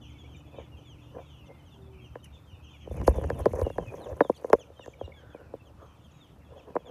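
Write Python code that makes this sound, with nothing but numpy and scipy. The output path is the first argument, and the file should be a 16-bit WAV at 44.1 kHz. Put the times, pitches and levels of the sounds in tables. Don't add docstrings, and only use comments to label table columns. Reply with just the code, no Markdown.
import sys
import numpy as np
from scipy import signal
from scipy.fft import irfft
from scipy.io import wavfile

SR = 44100
rng = np.random.default_rng(int(sys.argv[2]) if len(sys.argv) > 2 else 0)


def transcribe(u):
    v = np.clip(np.atleast_2d(u).T, -1, 1)
    q = np.round(v * 32767).astype(np.int16)
    wavfile.write(sys.argv[1], SR, q)


N = 304290

# (pitch [Hz], relative level [dB], time to die by 60 dB when left free [s])
POLE_MODES = [(318, -0.5, 0.028), (492.4, 9, 0.032), (553, -1.5, 0.06), (675, 9.5, 0.0086),
              (995, -0.5, 0.032), (1705, 6, 0.0097)]
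# (time [s], level [dB])
CLAW_WORK = [(0, -65.5), (2.82, -71.5), (2.95, -47), (3.2, -37), (3.39, -54.5), (3.58, -35.5),
             (3.72, -49.5), (4.12, -43.5), (4.36, -57.5), (4.563, -40.5), (4.66, -69), (5.1, -58.5),
             (6.45, -74), (6.9, -50.5)]


def from_db(db):
    return 10 ** (np.asarray(db) / 20)


def rms_one(x):
    return x / np.sqrt(np.mean(x ** 2) + 1e-20)


def in_time(rows):
    s, *columns = np.transpose(rows)
    return [np.interp(np.arange(N) / SR, s, column) for column in columns]


def add(track, s, sound):
    i = max(round(s * SR), 0)
    track[i:i + len(sound)] += sound[:N - i]


def drift(rate):
    r = np.exp(-80 * np.pi * rate / SR)
    noise = rng.standard_normal(N // 40 + 2002)
    slow = signal.lfilter([1], [1, -2 * r, r * r], noise)[2000:]
    return np.interp(np.arange(N) / 40, np.arange(len(slow)), rms_one(slow))


def burst_db(s, hold_s, peak_db, rise_db_per_s, fall_db_per_s):
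    t = np.arange(N) / SR
    before, after = np.maximum(s - t, 0), np.maximum(t - s - hold_s, 0)
    return np.maximum(peak_db - rise_db_per_s * before - fall_db_per_s * after, -200)


def resonate(x, hz, width_hz):
    r = np.exp(-np.pi * width_hz / SR)
    section = [(1 - r * r) / 2, 0, (r * r - 1) / 2, 1, -2 * r * np.cos(2 * np.pi * hz / SR), r * r]
    return signal.sosfilt([section, section], x)


def banded_noise(spectrum, patchy_db):
    out, together, edges = 0, drift(2.3), 22 * 2 ** np.arange(0, 9.6, .5)
    white = rng.standard_normal((2, N))
    hz, db = np.transpose(spectrum)
    for k, (low, high) in enumerate(zip(edges, edges[1:])):
        level_db = np.interp(np.log(low * high) / 2, np.log(hz), db, -200, -200)
        if level_db > -150:
            band_filter = signal.butter(2, [low, high], "band", fs=SR, output="sos")
            band = signal.sosfilt(band_filter, white[k % 2])
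            flicker_db = patchy_db * (0.15 * together + drift(29.0))
            out = out + from_db(level_db + flicker_db) * band
    return rms_one(out)


def shed_echo(x):
    t60_s = .28
    t = np.arange(round(.6 * SR)) / SR
    tail = rng.standard_normal(len(t)) * from_db(-60 * t / t60_s) * (t > .008)
    return signal.fftconvolve(x, tail / np.sqrt(np.sum(tail ** 2)))[:N]


def whistle(hz, peak_db, overtone_db):
    swell = np.sin(np.linspace(0, np.pi, len(hz))) ** .55
    knots = np.arange(0, len(hz) + 160, 160)
    throb = from_db(3 * np.interp(np.arange(len(hz)), knots, rng.standard_normal(len(knots))))
    phase = 2 * np.pi * np.cumsum(hz * throb ** .015) / SR
    tone = np.sin(phase) + from_db(overtone_db) * np.sin(2 * phase)
    return from_db(peak_db) * swell * throb * tone


def glide(length, start_hz, middle_hz, end_hz):
    curve = np.polyfit([0, .5, 1], [start_hz, middle_hz, end_hz], 2)
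    return np.polyval(curve, np.linspace(0, 1, round(length * SR)))


def overtone(hz):
    beak_hz, beak_width_hz, beak_db = 6300, 1100, -12.5
    steep_hz_per_s = 1200
    fall_hz_per_s = (hz[0] - hz[-1]) * SR / len(hz)
    pressed_db = np.minimum(fall_hz_per_s / steep_hz_per_s, 16) - 8 + rng.normal(0, 2)
    return beak_db - 12 * ((2 * hz - beak_hz) / beak_width_hz) ** 2 + pressed_db


def peep(hz, peak_db):
    return whistle(hz, peak_db, overtone(hz))


def far_chicks(chorus_db, count):
    low_hz, span_hz = 2550, 1200
    fall_range = 5000, 17000
    out = np.zeros(N)
    for when, size, pitch, fall, loud, arch in rng.random((count, 6)):
        length, hz = .02 + .05 * size ** 1.7, low_hz + span_hz * pitch ** 1.7
        drop_hz = length * np.interp(fall, [0, 1], fall_range)
        path = glide(length, hz, hz - (.7 * arch - .05) * drop_hz, hz - drop_hz)
        add(out, when * N / SR, peep(path, 9 * loud))
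    return from_db(chorus_db + 1.5 * drift(4)) * rms_one(out)


def hum():
    # (pitch [Hz], rms level at the start [dB])
    tones = [(75, -53), (118, -56), (147, -58), (295, -63)]
    t, out = np.arange(N) / SR, np.zeros(N)
    for hz, db in tones:
        level_db = db - 1.84 * t + 2.5 * drift(2)
        turn = .5 * drift(2)
        out += np.sqrt(2) * from_db(level_db) * np.sin(2 * np.pi * hz * t + turn)
    return out


def murmur():
    # (pitch [Hz], relative level per Hz [dB])
    colour = [(100, -34), (160, -10.5), (500, -10), (1000, -9), (1900, -24.5), (3200, -27), (6300, -32),
              (11500, -35), (13500, -30), (16000, -40)]
    return from_db(-64) * banded_noise(colour, patchy_db=1.5)


def breeze(level_db):
    # (pitch [Hz], relative level per Hz [dB])
    colour = [(25, -33.5), (45, -18), (70, 0.5), (110, -6.5), (170, -12), (300, -17), (420, -53)]
    return from_db(level_db) * banded_noise(colour, patchy_db=4.5)


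def near_chicks():
    # (time [s], length [s], middle pitch [Hz], fall from start to end [Hz],
    # level before throbbing [dB])
    peep_list = [(0.01, 0.082, 3270, 600, -60), (0.016, 0.059, 2850, 710, -59),
                 (0.085, 0.057, 3300, 800, -65), (0.143, 0.051, 2246, 112, -62.5),
                 (0.246, 0.03, 2290, -280, -59.5), (0.189, 0.044, 3370, 360, -55),
                 (0.31, 0.057, 3070, 780, -62), (0.35, 0.023, 2395, 134, -53.5),
                 (0.72, 0.047, 2810, 262, -57), (0.771, 0.037, 3150, 327, -59),
                 (0.849, 0.11, 3220, 974, -58), (1.176, 0.075, 2350, 269, -65),
                 (1.282, 0.12, 3400, 598, -66), (1.296, 0.074, 2990, 470, -60.5),
                 (1.365, 0.095, 2860, 485, -60.5), (1.458, 0.039, 3500, 350, -65.5),
                 (1.462, 0.038, 2950, 825, -64), (1.657, 0.053, 3060, 804, -63),
                 (1.707, 0.072, 3400, 755, -61.5), (1.741, 0.021, 2860, 200, -61),
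                 (1.988, 0.033, 2640, 401, -59.5), (2.009, 0.07, 3170, 173, -62),
                 (2.045, 0.049, 2805, 350, -58), (2.231, 0.042, 2960, 464, -55),
                 (2.47, 0.11, 2940, 876, -61), (2.633, 0.083, 2960, 976, -59), (2.67, 0.12, 3070, 707, -61),
                 (2.74, 0.038, 2340, 430, -58), (2.808, 0.064, 3170, 494, -61),
                 (3.312, 0.06, 3060, 816, -61.5), (3.639, 0.056, 2840, 320, -55.5),
                 (3.696, 0.032, 2790, 210, -55), (3.722, 0.045, 3330, 403, -62),
                 (3.804, 0.064, 3070, 370, -62), (3.865, 0.055, 2513, 230, -49.5),
                 (3.967, 0.046, 3300, 657, -65), (4.013, 0.072, 3570, 1880, -59),
                 (4.217, 0.078, 3530, 789.5, -57.5), (4.345, 0.04, 3260, 880, -60),
                 (4.592, 0.058, 3060, 1317, -54.5), (4.762, 0.043, 3120, 151, -62),
                 (4.785, 0.075, 3580, 485, -62.5), (4.809, 0.04, 2830, 417, -53.5),
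                 (4.843, 0.014, 1820, 200, -53), (4.94, 0.0083, 2340, 290, -50),
                 (4.999, 0.037, 3230, 298, -58), (5.037, 0.037, 2830, 100, -55.5),
                 (5.124, 0.0098, 2200, 210, -47.5), (5.135, 0.098, 3320, 630, -60),
                 (5.15, 0.013, 2270, 170, -58), (5.166, 0.041, 1640, 100, -61),
                 (5.298, 0.062, 3290, 705, -67.5), (5.337, 0.049, 2390, 420, -63),
                 (5.597, 0.046, 2660, 100, -62), (5.653, 0.054, 3120, 1000, -65.5),
                 (5.873, 0.068, 3170, 399.5, -66.5), (6.111, 0.026, 3320, 940.5, -67),
                 (6.294, 0.056, 3550, 800, -73.5), (6.043, 0.037, 3180, 302, -65),
                 (6.204, 0.071, 3410, 950, -59.5), (6.572, 0.035, 3330, 364, -61.5),
                 (6.594, 0.025, 2620, 700, -57.5), (6.858, 0.046, 3360, 555, -56)]
    # (time [s], length [s], pitch the warble swings around, before sagging [Hz], swing [Hz],
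    # warbles [per s], level before fading and throbbing [dB], octave against the main tone [dB])
    trill_list = [(.354, .056, 3300, 350, 36, -67, 0), (3.41, .095, 3750, -700, 39, -60, -14),
                  (4.346, .052, 4150, -560, 30, -58, -8), (4.821, .13, 3500, 330, 34.5, -64, 3),
                  (5.036, .036, 3750, 300, 30, -60, -12), (5.81, .14, 3250, 130, 33, -72, 3),
                  (6.12, .1, 3880, 60, 42, -67, -15), (6.13, .09, 3400, 120, 42, -70, 0)]
    early_fall = 0.37
    sag_hz_per_s, fade_db_per_s = 1800, 90
    out = np.zeros(N)
    for s, length, middle_hz, fall_hz, peak_db in peep_list:
        start_hz = middle_hz + early_fall * fall_hz
        end_hz = middle_hz - (1 - early_fall) * fall_hz
        add(out, s - .005, peep(glide(length, start_hz, middle_hz, end_hz), peak_db))
    for s, length, hz, swing_hz, rate, peak_db, overtone_db in trill_list:
        t = np.arange(round(length * SR)) / SR
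        pitch = hz - sag_hz_per_s * t - swing_hz * np.cos(2 * np.pi * rate * t)
        level_db = peak_db - fade_db_per_s * t + 2.5 * drift(60)[:len(t)]
        add(out, s, whistle(pitch, level_db, overtone_db))
    return out


def pole_wave(soft, far, free, strengths_db):
    bending = 0.2544
    f = np.fft.rfftfreq(8192, 1 / SR) + 1
    modes = 0
    for (hz, db, t60), extra_db in zip(POLE_MODES, strengths_db):
        width_hz = np.log(1000) / np.pi / (free * t60)
        ring = 1j * f * hz / (hz ** 2 - f ** 2 + 1j * f * width_hz)
        modes = modes + from_db(db + extra_db) * ring / (10 * free)
    bass_cut = (1j * f / 240 / (1 + 1j * f / 240)) ** 3
    contact = bass_cut / (1 + 1j * f / 1100) ** (2 + 8.3 * np.clip(soft, 0, 1))
    below = np.minimum(f, 4000)
    cycles = bending * np.clip(far, 0, 1) * (2 * np.sqrt(below) - below / np.sqrt(4000))
    travel = np.exp(-2j * np.pi * cycles)
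    wave = irfft(contact * travel * (0.51 + modes))[:6000]
    return wave / np.max(np.abs(wave))


def scrabble(level_db, per_s):
    clumps = from_db(8 * drift(22))
    sizes = from_db(2.9 * np.minimum(rng.exponential(1, N), 4)) * rng.choice([-1, 1], N)
    clicks = sizes * (rng.random(N) < per_s * clumps / SR)
    touch = pole_wave(0.42, 0.382, 0.82, np.zeros(len(POLE_MODES)))
    return from_db(level_db) * rms_one(signal.fftconvolve(clicks, touch)[:N])


def scuffs():
    # (time of peak [s], peak level [dB])
    drags = [(0.548, -49), (0.597, -46), (1.155, -47.5), (1.185, -45.5), (1.499, -49.5), (3.395, -33),
             (3.565, -43), (3.595, -31), (5.41, -47.5), (5.821, -48.5), (6.526, -47), (6.571, -42.5),
             (6.686, -43)]
    rise_db_per_s, fall_db_per_s = 609, 410
    level = sum(from_db(burst_db(s, 0, db, rise_db_per_s, fall_db_per_s)) for s, db in drags)
    grit = from_db(3 * drift(90)) * rng.standard_normal(N)
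    wave = pole_wave(.4, .4, .8, np.zeros(len(POLE_MODES)))
    return level * rms_one(signal.fftconvolve(grit, wave)[:N])


def knocks():
    # (time [s], peak level [dB], softness [0-1], tick level [dB])
    knock_list = [(0.584, -30, 0.8, -79), (1.167, -32.5, 1, -70), (2.156, -30, 0.18, -77),
                  (2.873, -31, 0.94, -60), (2.91, -28.5, 1, -65), (3.016, -31.5, 0.04, -45),
                  (3.078, -4.5, 0.49, -24.5), (3.168, -31, 0.96, -50), (3.181, -20.5, 0.87, -52),
                  (3.241, -28, 0.26, -44), (3.302, -18.5, 0.29, -35.5), (3.458, -10, 0.28, -31.5),
                  (3.462, -8, 1, -70), (3.534, -21.5, 0.36, -45), (3.615, -17, 0.48, -36.5),
                  (3.665, -17, 1, -45), (3.701, -27, 0.5, -47), (3.783, -16.5, 0.41, -46),
                  (4.207, -5, 0.31, -87.5), (4.214, -14, 0.63, -37.5), (4.248, -27.5, 0.4, -55),
                  (4.296, -9, 1, -53), (4.445, -19.5, 0.45, -69), (4.501, -23, 0.4, -42),
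                  (4.531, -1.5, 0.3, -20), (4.535, -9, 0.42, -34), (4.701, -39.5, 0.5, -73),
                  (4.794, -37.5, 0.33, -58), (4.861, -38, 0.2, -45), (4.877, -31.5, 0.78, -53),
                  (5.011, -24, 0.62, -70), (5.076, -36, 0.97, -60), (5.346, -31.5, 0.63, -80),
                  (5.538, -26, 0.8, -60), (6.754, -17.5, 0.71, -48), (6.765, -14, 0.34, -86)]
    out, ticks, t = np.zeros(N), np.zeros(N), np.arange(600) / SR
    chance = rng.normal(0, 4.5, (len(knock_list), len(POLE_MODES)))
    toes = rng.random((len(knock_list), 3))
    for (s, peak_db, soft, tick_db), strengths_db, (place, late, size) in zip(knock_list, chance, toes):
        blow = pole_wave(soft, 0.365 + 0.252 * place, 0.37 + 0.8 * late, strengths_db)
        add(out, s - .0012, from_db(peak_db) * blow)
        toe = 0.3 * (2 * size - 1) * pole_wave(soft + 0.18, 0.423, 0.56, strengths_db[::-1])
        add(out, s + 0.00499 + 0.00692 * late, from_db(peak_db) * toe)
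        tick = rng.standard_normal(600) * np.exp(-t / 0.00094)
        add(ticks, s - .001, from_db(tick_db) * tick)
    tick_band = signal.butter(1, [3000, 7500], "band", fs=SR, output="sos")
    return out + signal.sosfilt(tick_band, ticks)


def hoarse_call():
    # (time [s], hold [s], pitch [Hz], width [Hz], level [dB])
    calls = [(1.46, 0.11, 2110, 120, -70), (5.212, 0.22, 1480, 330, -63.5), (5.805, 0.02, 1130, 350, -56.5)]
    rise_db_per_s, fall_db_per_s = 500, 121
    breath, out = from_db(2 * drift(40)) * rng.standard_normal(N), np.zeros(N)
    for s, hold_s, hz, width_hz, db in calls:
        level_db = burst_db(s, hold_s, db, rise_db_per_s, fall_db_per_s)
        out += from_db(level_db) * rms_one(resonate(breath, hz, width_hz))
    return out


def coo():
    start_s, length_s, level_db = 1.72, 0.365, -58
    pitch_hz, sag_hz = 386, 35
    share = np.linspace(0, 1, round(length_s * SR))
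    out, shake = np.zeros(N), drift(12)[:len(share)]
    hz = pitch_hz - sag_hz * share ** 3 + 3 * shake[::-1]
    swell = from_db(level_db + 1.5 * shake) * np.sin(np.pi * share) ** 0.5
    add(out, start_s, swell * np.sin(2 * np.pi * np.cumsum(hz) / SR))
    return out


def feathers():
    # (time [s], peak level [dB])
    brush_list = [(2.2438, -51), (2.9637, -51), (3.0455, -51), (3.0736, -37.5), (3.1584, -51),
                  (3.3887, -42), (3.4945, -50), (3.5503, -46.5), (3.5922, -51), (3.6142, -50),
                  (3.9536, -52.5), (4.296, -58)]
    # (pitch [Hz], width [Hz], relative level [dB])
    swish = [(2000, 1000, -4.5), (6200, 1500, -6), (10500, 4500, -4), (14500, 3000, -10.5)]
    open_from_s, open_for_s, open_db, edge_db_per_s = 2.92, 1.66, -66.5, 298
    follows = 0.14
    fade_db_per_s = 2.5
    rise_db_per_s, fall_db_per_s = 2500, 607.5
    crest_db = 11.5
    effort_db = in_time(CLAW_WORK)[0] - np.max(np.array(CLAW_WORK)[:, 1])
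    flapping_db = burst_db(open_from_s, open_for_s, open_db, edge_db_per_s, edge_db_per_s)
    flapping_db += follows * effort_db
    flapping_db -= fade_db_per_s * np.maximum(np.arange(N) / SR - open_from_s, 0)
    brushes = sum(from_db(burst_db(s, 0.0011, db - crest_db, rise_db_per_s, fall_db_per_s))
                  for s, db in brush_list)
    barbs = np.zeros(N)
    for hz, width_hz, db in swish:
        rustle = rms_one(resonate(rng.standard_normal(N), hz, width_hz))
        barbs += from_db(db + 4.7 * drift(55)) * rustle
    return (from_db(flapping_db) + brushes) * from_db(1.7 * drift(160)) * barbs


def wing_puffs():
    # (time [s], peak level [dB])
    beats = [(2.918, -28), (3.009, -25.5), (3.097, -14.5), (3.17, -27), (3.257, -27), (3.34, -32.5),
             (3.416, -30.5), (3.546, -26), (3.636, -19.5), (3.823, -34), (4.129, -34), (4.55, -38.5),
             (5.047, -34)]
    out, t = np.zeros(N), np.arange(-1800, 1800) / SR
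    for (s, peak_db), (pitch, turn) in zip(beats, rng.random((len(beats), 2))):
        cycles = (56 + 36 * pitch) * t - (1400 * pitch - 300) * t ** 2 + turn
        add(out, s + t[0], from_db(peak_db) * np.exp(-(t / .015) ** 2) * np.cos(2 * np.pi * cycles))
    return out


def rubbing():
    # (time [s], hold [s], level of longest-ringing mode [dB], level of the next [dB])
    slides = [(3.815, 0.027, -52, -51), (3.89, 0.15, -54.5, -59), (4.09, 0.023, -39, -54),
              (4.614, 0.51, -66.5, -68)]
    edge_db_per_s = 491
    longest = sorted(POLE_MODES, key=lambda mode: -mode[2])[:2]
    out = 0
    for k, (hz, db, t60) in enumerate(longest):
        level = sum(from_db(burst_db(s, hold_s, dbs[k], edge_db_per_s, edge_db_per_s))
                    for s, hold_s, *dbs in slides)
        width_hz = np.log(1000) / np.pi / t60 * 2
        singing = rms_one(resonate(rng.standard_normal(N), hz, width_hz))
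        out = out + level * from_db(2.0 * drift(18)) * singing
    return out


def scene():
    # (time [s], far chorus level before mixing [dB], breeze level on the port [dB])
    flock = [(0, -64, -50), (1.2, -67, -53), (2.8, -64, -53), (3.0, -62.5, -33.5), (4.2, -73, -50),
             (4.4, -71, -65), (5.2, -73, -53.5), (6.9, -70.5, -56)]
    chorus_db, breeze_db = in_time(flock)
    far = far_chicks(chorus_db, count=480)
    near = near_chicks() + hoarse_call() + coo()
    air = near + from_db(-11) * shed_echo(near) + .62 * far + .45 * shed_echo(far)
    wind = breeze(breeze_db) + wing_puffs()
    pole = scrabble(in_time(CLAW_WORK)[0], per_s=230) + scuffs() + knocks() + rubbing()
    return (air + hum() + murmur() + wind + pole + feathers())[None]


def record(dry):
    cutoff_hz = 15900
    thin = signal.sosfilt(signal.butter(2, [34, 12500], "band", fs=SR, output="sos"), dry)
    rounded = 0.8 * np.tanh(thin / 0.8)
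    return signal.sosfilt(signal.cheby2(12, 45, cutoff_hz, fs=SR, output="sos"), rounded)


dry = scene()
out = record(dry)
transcribe(out)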